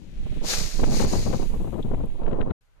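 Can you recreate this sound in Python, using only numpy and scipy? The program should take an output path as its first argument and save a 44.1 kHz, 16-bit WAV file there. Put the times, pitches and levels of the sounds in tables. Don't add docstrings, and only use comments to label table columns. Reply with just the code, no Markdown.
import sys
import numpy as np
from scipy import signal
from scipy.fft import rfft, irfft, next_fast_len
from scipy.io import wavfile
from scipy.ndimage import uniform_filter1d

SR = 44100
rng = np.random.default_rng(int(sys.argv[2]) if len(sys.argv) > 2 else 0)


def transcribe(signal):
    frames = np.atleast_2d(signal).T
    limited = np.clip(frames, -1, 1)
    pcm = np.round(limited * 32767).astype(np.int16)
    wavfile.write(sys.argv[1], SR, pcm)


N = 123479
T = np.arange(N) / SR
BREAK_FROM_S, BREAK_TO_S = 2.521, 2.608


def canopy():
    # t/s, level/dB
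    crumple_db = [(0, -67.5), (.415, -67.5), (.44, -43.5), (.465, -33), (.505, -25.5), (.538, -25.5),
                  (.553, -29.5), (.6, -31), (.7, -38.5), (.82, -43), (.9, -42.5), (.935, -34),
                  (1.01, -32.5), (1.07, -39), (1.13, -36), (1.26, -40.5), (1.3, -45), (1.36, -44.5),
                  (1.43, -49), (1.52, -61.5), (1.75, -79), (2.5, -82)]
    # f/Hz, left/dB, right/dB
    rustle_eq = [(450, -2.5, -12), (910, -12, -16), (1500, -12, -12.5), (2190, -7.5, -22),
                 (3240, -9.5, -13), (4240, -1.5, -17), (5500, -2.5, -11), (6020, -2.5, -9.5),
                 (8400, -19.5, -10.5), (9100, -17.5, -14.5), (12900, -27, -16.5), (14100, -31, -25)]
    # t/s, level/dB, rise/s, decay/s
    flaps = [(0.539, -24, 0.0068, 0.0038)]
    # f/Hz, left/dB, right/dB
    flap_eq = [(400, -12, -18.5), (580, 7, -3.5), (1000, -5, -11.5), (1820, 0, -1.5), (3500, -3.5, -17.5),
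               (9000, -25.5, -19)]
    # f/Hz, left/dB, right/dB
    slide_eq = [(5000, -15, -14), (6940, -7.5, -6), (9000, -10, -2.5), (12000, -14.5, -1.5),
                (14000, -14, -9.5)]
    # t/s, level/dB
    swish_db = [(0, -66), (.17, -60), (.35, -52.5), (1.4, -53.5), (1.68, -59), (2.3, -63.5), (2.52, -68.5),
                (2.62, -78), (2.8, -77.5)]
    # f/Hz, left/dB, right/dB
    swish_eq = [(1500, -4.5, -5.5), (2500, 2, -9.5), (3950, -3, -9), (5100, -14.5, -24), (6770, -16.5, -21),
                (10000, -22, -16.5), (13370, -29.5, -23)]
    rustle = colour(creases(), rustle_eq) * level(crumple_db)
    rustle *= from_db(.68 * drift(corner_hz=89))
    taut = sum(from_db(db) * burst(at_s, rise_s, decay_s) for at_s, db, rise_s, decay_s in flaps)
    flap = taut * colour(creases(), flap_eq)
    slide = from_db(-59) * burst(1.48, rise_s=.22, decay_s=.42) * colour(creases(), slide_eq)
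    swish = level(swish_db) * colour(creases(), swish_eq)
    return ground_echo(rustle) + flap + slide + swish


def creases():
    clicks_per_s, spread_db, hiss_db = 5000, 2.5, -2.5
    common_share, right_lag_s = .22, .00014
    shape = (3, N)
    sizes = from_db(spread_db * np.minimum(rng.exponential(1, shape), 5)) * rng.choice([-1, 1], shape)
    clicks = unit_rms(sizes * (rng.random(shape) < clicks_per_s / SR))
    grains = clicks + from_db(hiss_db) * rng.standard_normal(shape)
    common = np.array([grains[2], np.roll(grains[2], round(right_lag_s * SR))])
    return np.sqrt(common_share) * common + np.sqrt(1 - common_share) * grains[:2]


def ground_echo(x):
    from_s, full_s, delay_s = .6, .95, .00045
    gain = np.interp(T, [from_s, full_s], [0, .22])
    echo = np.roll(x, round(delay_s * SR), axis=-1)
    return (x + gain * echo) / np.sqrt(1 + gain ** 2)


def ports(x):
    # f/Hz, width/Hz, gain/dB
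    resonances = [(10150, 330, -12), (6750, 380, 6)]
    size = next_fast_len(N)
    hz = np.arange(size // 2 + 1) * SR / size
    gain = from_db([db * bell(hz - centre_hz, width_hz) for centre_hz, width_hz, db in resonances])
    heard = irfft(rfft(x, size) * gain, size)[:, :N]
    heard[1] *= dips([1.065], width_s=.003, depth_db=18)
    return heard


def turbulence():
    # t/s, level/dB
    left_db = [(0, -42), (0.28, -43.5), (0.37, -30.5), (0.5, -39), (0.63, -29.5), (0.7, -46), (0.77, -36),
               (0.82, -22.5), (1.02, -20.5), (1.1, -24.5), (1.36, -23.5), (1.49, -32.5), (1.56, -31),
               (1.8, -26), (2.04, -27.5), (2.12, -43.5), (2.2, -33), (2.4, -27.5), (2.52, -27.5)]
    # t/s, level/dB
    right_db = [(0, -59), (0.07, -58.5), (0.2, -43.5), (0.33, -43.5), (0.42, -49), (0.82, -49),
                (0.92, -36.5), (1.16, -33.5), (1.3, -37.5), (1.47, -50.5), (1.57, -33), (1.7, -56.5),
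                (1.78, -43.5), (2.0, -39.5), (2.14, -49.5), (2.34, -34.5), (2.52, -34)]
    # f/Hz, left/dB, right/dB
    wind_eq = [(66, -1.5, -7), (128, -1.5, -0.5), (226, -2, -2.5), (403, -9.5, -11), (750, -18.5, -18.5),
               (1030, -23, -26.5), (1480, -40, -33.5), (2480, -54.5, -50.5)]
    lulls_s = [.405, .858, 0.957, .987, 1.102, 1.215, 1.243, 1.385, 1.487, 1.581, 1.71, 1.826, 1.97, 2.182,
               2.442]
    # t/s, gain/dB
    small_left_db = [(0, -7), (.28, -15), (.42, -7), (.62, 1), (.85, -3), (1.4, -2), (2.05, -4), (2.2, 14),
                     (2.35, 11.5), (2.52, -2)]
    eddy_hz, lump_db, clump_db = 51, 3, 2
    pivot_db, brighten_db_per_db = -31, .19
    strength = np.vstack([level(left_db) * dips(lulls_s, width_s=.0075, depth_db=10), level(right_db)])
    air = noise(wind_eq)
    lumps = from_db([lump_db * drift(eddy_hz) for _ in range(2)])
    clumps = from_db([clump_db * drift(eddy_hz) for _ in range(2)])
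    large = lowpass(air, cutoff_hz=300)
    small = (air - large) * clumps * (strength / from_db(pivot_db)) ** brighten_db_per_db
    small[:1] *= level(small_left_db)
    return from_db(-.5) * strength * steady((large + small) * lumps, span_s=.06)


def gusts():
    # t/s, level/dB
    left_hits = [(.372, -34.5), (.42, -33.5), (.436, -36.5), (.447, -27.5), (.612, -30.5), (.799, -23.5),
                 (.838, -18.5), (.922, -25), (.945, -24), (.968, -30), (1.003, -21), (1.019, -23),
                 (1.042, -26), (1.137, -20), (1.153, -23.5), (1.272, -22.5), (1.307, -32), (1.334, -19.5),
                 (1.397, -27.5), (1.426, -25), (1.543, -30), (1.607, -30), (1.675, -29.5), (1.731, -29),
                 (1.793, -27), (1.865, -38), (1.917, -26.5), (1.941, -25), (2.003, -30.5), (2.04, -31.5),
                 (2.28, -24.5), (2.314, -27), (2.331, -25), (2.362, -30), (2.404, -24), (2.424, -24),
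                 (2.456, -36), (2.51, -26)]
    # t/s, level/dB
    right_hits = [(.265, -34), (.328, -33.5), (1.057, -29.5), (1.56, -41), (2.374, -31.5), (2.5, -30.5)]
    rise_s, fall_s = .00507, .0065
    channels = []
    for hits in (left_hits, right_hits):
        strength = sum(from_db(db) * bell(T - s, np.where(T < s, rise_s, fall_s)) for s, db in hits)
        channels.append(tearing_flow(strength))
    return np.array(channels)


def tearing_flow(strength):
    # f/Hz, level/dB
    gust_eq = [(80, -2.5), (200, 0), (500, 3.5), (900, -4.5), (1400, -14.5), (2200, -32), (3500, -47)]
    median_shed_hz, pulse_width_s = 170, .00062
    pivot_db, brighten_db_per_db = -21.5, .59
    shed_hz = median_shed_hz * from_db(4 * drift(corner_hz=150))
    onsets = np.diff(np.floor(np.cumsum(shed_hz) / SR), prepend=0)
    pulse = -bell(np.arange(-64, 64) / SR, pulse_width_s)
    suction = signal.lfilter(pulse, [1], onsets * from_db(.5 + drift(corner_hz=150)))
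    flow = steady(noise(gust_eq)[0] + suction - suction.mean(), span_s=.014)
    body = lowpass(flow, cutoff_hz=600)
    treble_gain = (strength / from_db(pivot_db) + 1e-6) ** brighten_db_per_db
    return strength * (body + treble_gain * (flow - body))


def cracks():
    # t/s, level/dB
    tears = [(0.8, -34), (0.837, -19), (.841, -23), (.998, -21), (1.003, -23.5), (1.017, -24),
             (1.026, -20.5), (1.048, -24.5), (1.328, -28), (1.337, -30), (1.743, -36), (1.947, -34.5),
             (2.234, -36), (2.265, -31.5), (2.281, -34.5), (2.314, -32), (2.331, -31), (2.41, -27.5),
             (2.415, -24), (2.427, -33.5), (2.504, -35), (2.51, -28.5)]
    # f/Hz, level/dB
    crack_eq = [(300, 4.5), (900, 3.5), (1500, 1.5), (2500, -6.5), (4000, -14.5), (4900, -35.5)]
    envelope = sum(from_db(db) * burst(at_s, rise_s=.0004, decay_s=.0016) for at_s, db in tears)
    rough = envelope * rng.choice([-1, 1], N)
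    left = np.std(rough) * colour(rough, crack_eq)[0]
    return np.array([left, np.zeros(N)])


def thuds():
    # t/s, peak/dB
    left_hits = [(.365, -26), (.655, -24), (0.826, -12.5), (1.183, -17.5), (1.288, -18.5), (1.366, -16),
                 (1.945, -20.5), (2.331, -18.5), (2.41, -18.5), (2.51, -17.5)]
    # t/s, peak/dB
    right_hits = [(.257, -21.5), (.314, -20), (1.066, -18)]
    width_s = .0021
    pressure = np.zeros((2, N))
    for port, hits in enumerate((left_hits, right_hits)):
        for at_s, db in hits:
            swing = (at_s - T) / width_s * bell(T - at_s, width_s) * np.exp(.5)
            pressure[port] += from_db(db) * swing
    return pressure


def rumble():
    # t/s, left/dB, right/dB
    swing_db = [(0, -45, -58), (0.2, -29, -24.5), (0.68, -46, -21.5), (0.86, -23, -14.5),
                (1.3, -22.5, -23.5), (1.45, -49, -18.5), (1.55, -22, -19.5), (1.72, -29.5, -33.5),
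                (2.0, -23, -18.5), (2.15, -35.5, -26.5), (2.26, -33.5, -16.5), (2.52, -30.5, -24)]
    # f/Hz, left/dB, right/dB
    swing_eq = [(14, 13.5, 9.5), (22, 4, 0), (49.3, 1, -17), (87, -5, -23), (128, -15, -42.5),
                (300, -43.5, -54)]
    return from_db(-.5) * level(swing_db) * steady(noise(swing_eq), span_s=.22)


def harness():
    # f/Hz, left/dB, right/dB
    tick_eq = [(8000, -16, -5), (11000, -14, 5), (14000, -16, -10)]
    clink_hz, width_hz, t60_s = 3460, 700, .037
    left_db, right_db = -40, -63
    rasp = noise([(clink_hz - width_hz, -20), (clink_hz, 0), (clink_hz + width_hz, -20)])
    clink = burst(1.828, rise_s=.00088, decay_s=t60_s / np.log(1000)) * steady(rasp, span_s=.014)
    tick = from_db(-54) * burst(2.058, rise_s=.001, decay_s=.003) * noise(tick_eq)
    return from_db([[left_db], [right_db]]) * clink + tick


def breeze():
    # t/s, level/dB
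    breeze_db = [(2.6, -64), (2.75, -60), (2.8, -52)]
    # f/Hz, level/dB
    breeze_eq = [(25, 10), (60, -10.5), (120, -13), (250, -22.5), (600, -24), (1500, -24.5), (4000, -47)]
    return level(breeze_db) * noise(breeze_eq)


def from_db(db):
    return 10 ** (np.asarray(db) / 20)


def unit_rms(x):
    return x / np.sqrt(np.mean(x ** 2) + 1e-20)


def bell(offset, width):
    return np.exp(-.5 * (offset / width) ** 2)


def lowpass(x, cutoff_hz):
    return signal.sosfiltfilt(signal.butter(2, cutoff_hz, fs=SR, output="sos"), x)


def level(rows):
    times_s, *columns_db = np.transpose(rows)
    return from_db([np.interp(T, times_s, db) for db in columns_db])


def burst(at_s, rise_s, decay_s):
    return np.exp(-np.maximum((at_s - T) / rise_s, (T - at_s) / decay_s))


def dips(times_s, width_s, depth_db):
    return from_db(-depth_db * sum(bell(T - at_s, width_s) for at_s in times_s))


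def drift(corner_hz):
    hop, warmup = 40, 2000
    pole = np.exp(-2 * np.pi * corner_hz * hop / SR)
    white = rng.standard_normal(N // hop + warmup + 2)
    slow = signal.lfilter([1], [1, -2 * pole, pole * pole], white)[warmup:]
    return np.interp(np.arange(N) / hop, np.arange(len(slow)), unit_rms(slow))


def colour(x, eq):
    hz, *columns_db = np.transpose(eq)
    size = next_fast_len(N)
    bins_oct = np.log2(np.arange(size // 2 + 1) * SR / size + 1e-3)
    knots_oct = np.log2(hz)
    skirt_db = -18 * np.abs(bins_oct - np.clip(bins_oct, knots_oct[0], knots_oct[-1]))
    gain = from_db([np.interp(bins_oct, knots_oct, db) + skirt_db for db in columns_db])
    return unit_rms(irfft(rfft(x, size) * gain, size)[:, :N])


def noise(eq):
    return colour(rng.standard_normal((2, N)), eq)


def steady(x, span_s):
    power = uniform_filter1d(x ** 2, int(span_s * SR), axis=-1)
    return x / np.sqrt(np.abs(power) + 1e-12)


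def scene():
    wind = rumble() + turbulence() + gusts() + cracks() + thuds()
    on_summit = T < (BREAK_FROM_S + BREAK_TO_S) / 2
    return ports(canopy()) + harness() + np.where(on_summit, wind, breeze())


def record(dry):
    fade_s, stopband_hz = .003, 15400
    gate = np.clip(np.maximum(BREAK_FROM_S - T, T - BREAK_TO_S) / fade_s, 0, 1)
    top_cut = signal.cheby2(12, 60, stopband_hz, fs=SR, output="sos")
    return signal.sosfilt(top_cut, dry * gate + 1e-18)


dry = scene()
out = record(dry)
transcribe(out)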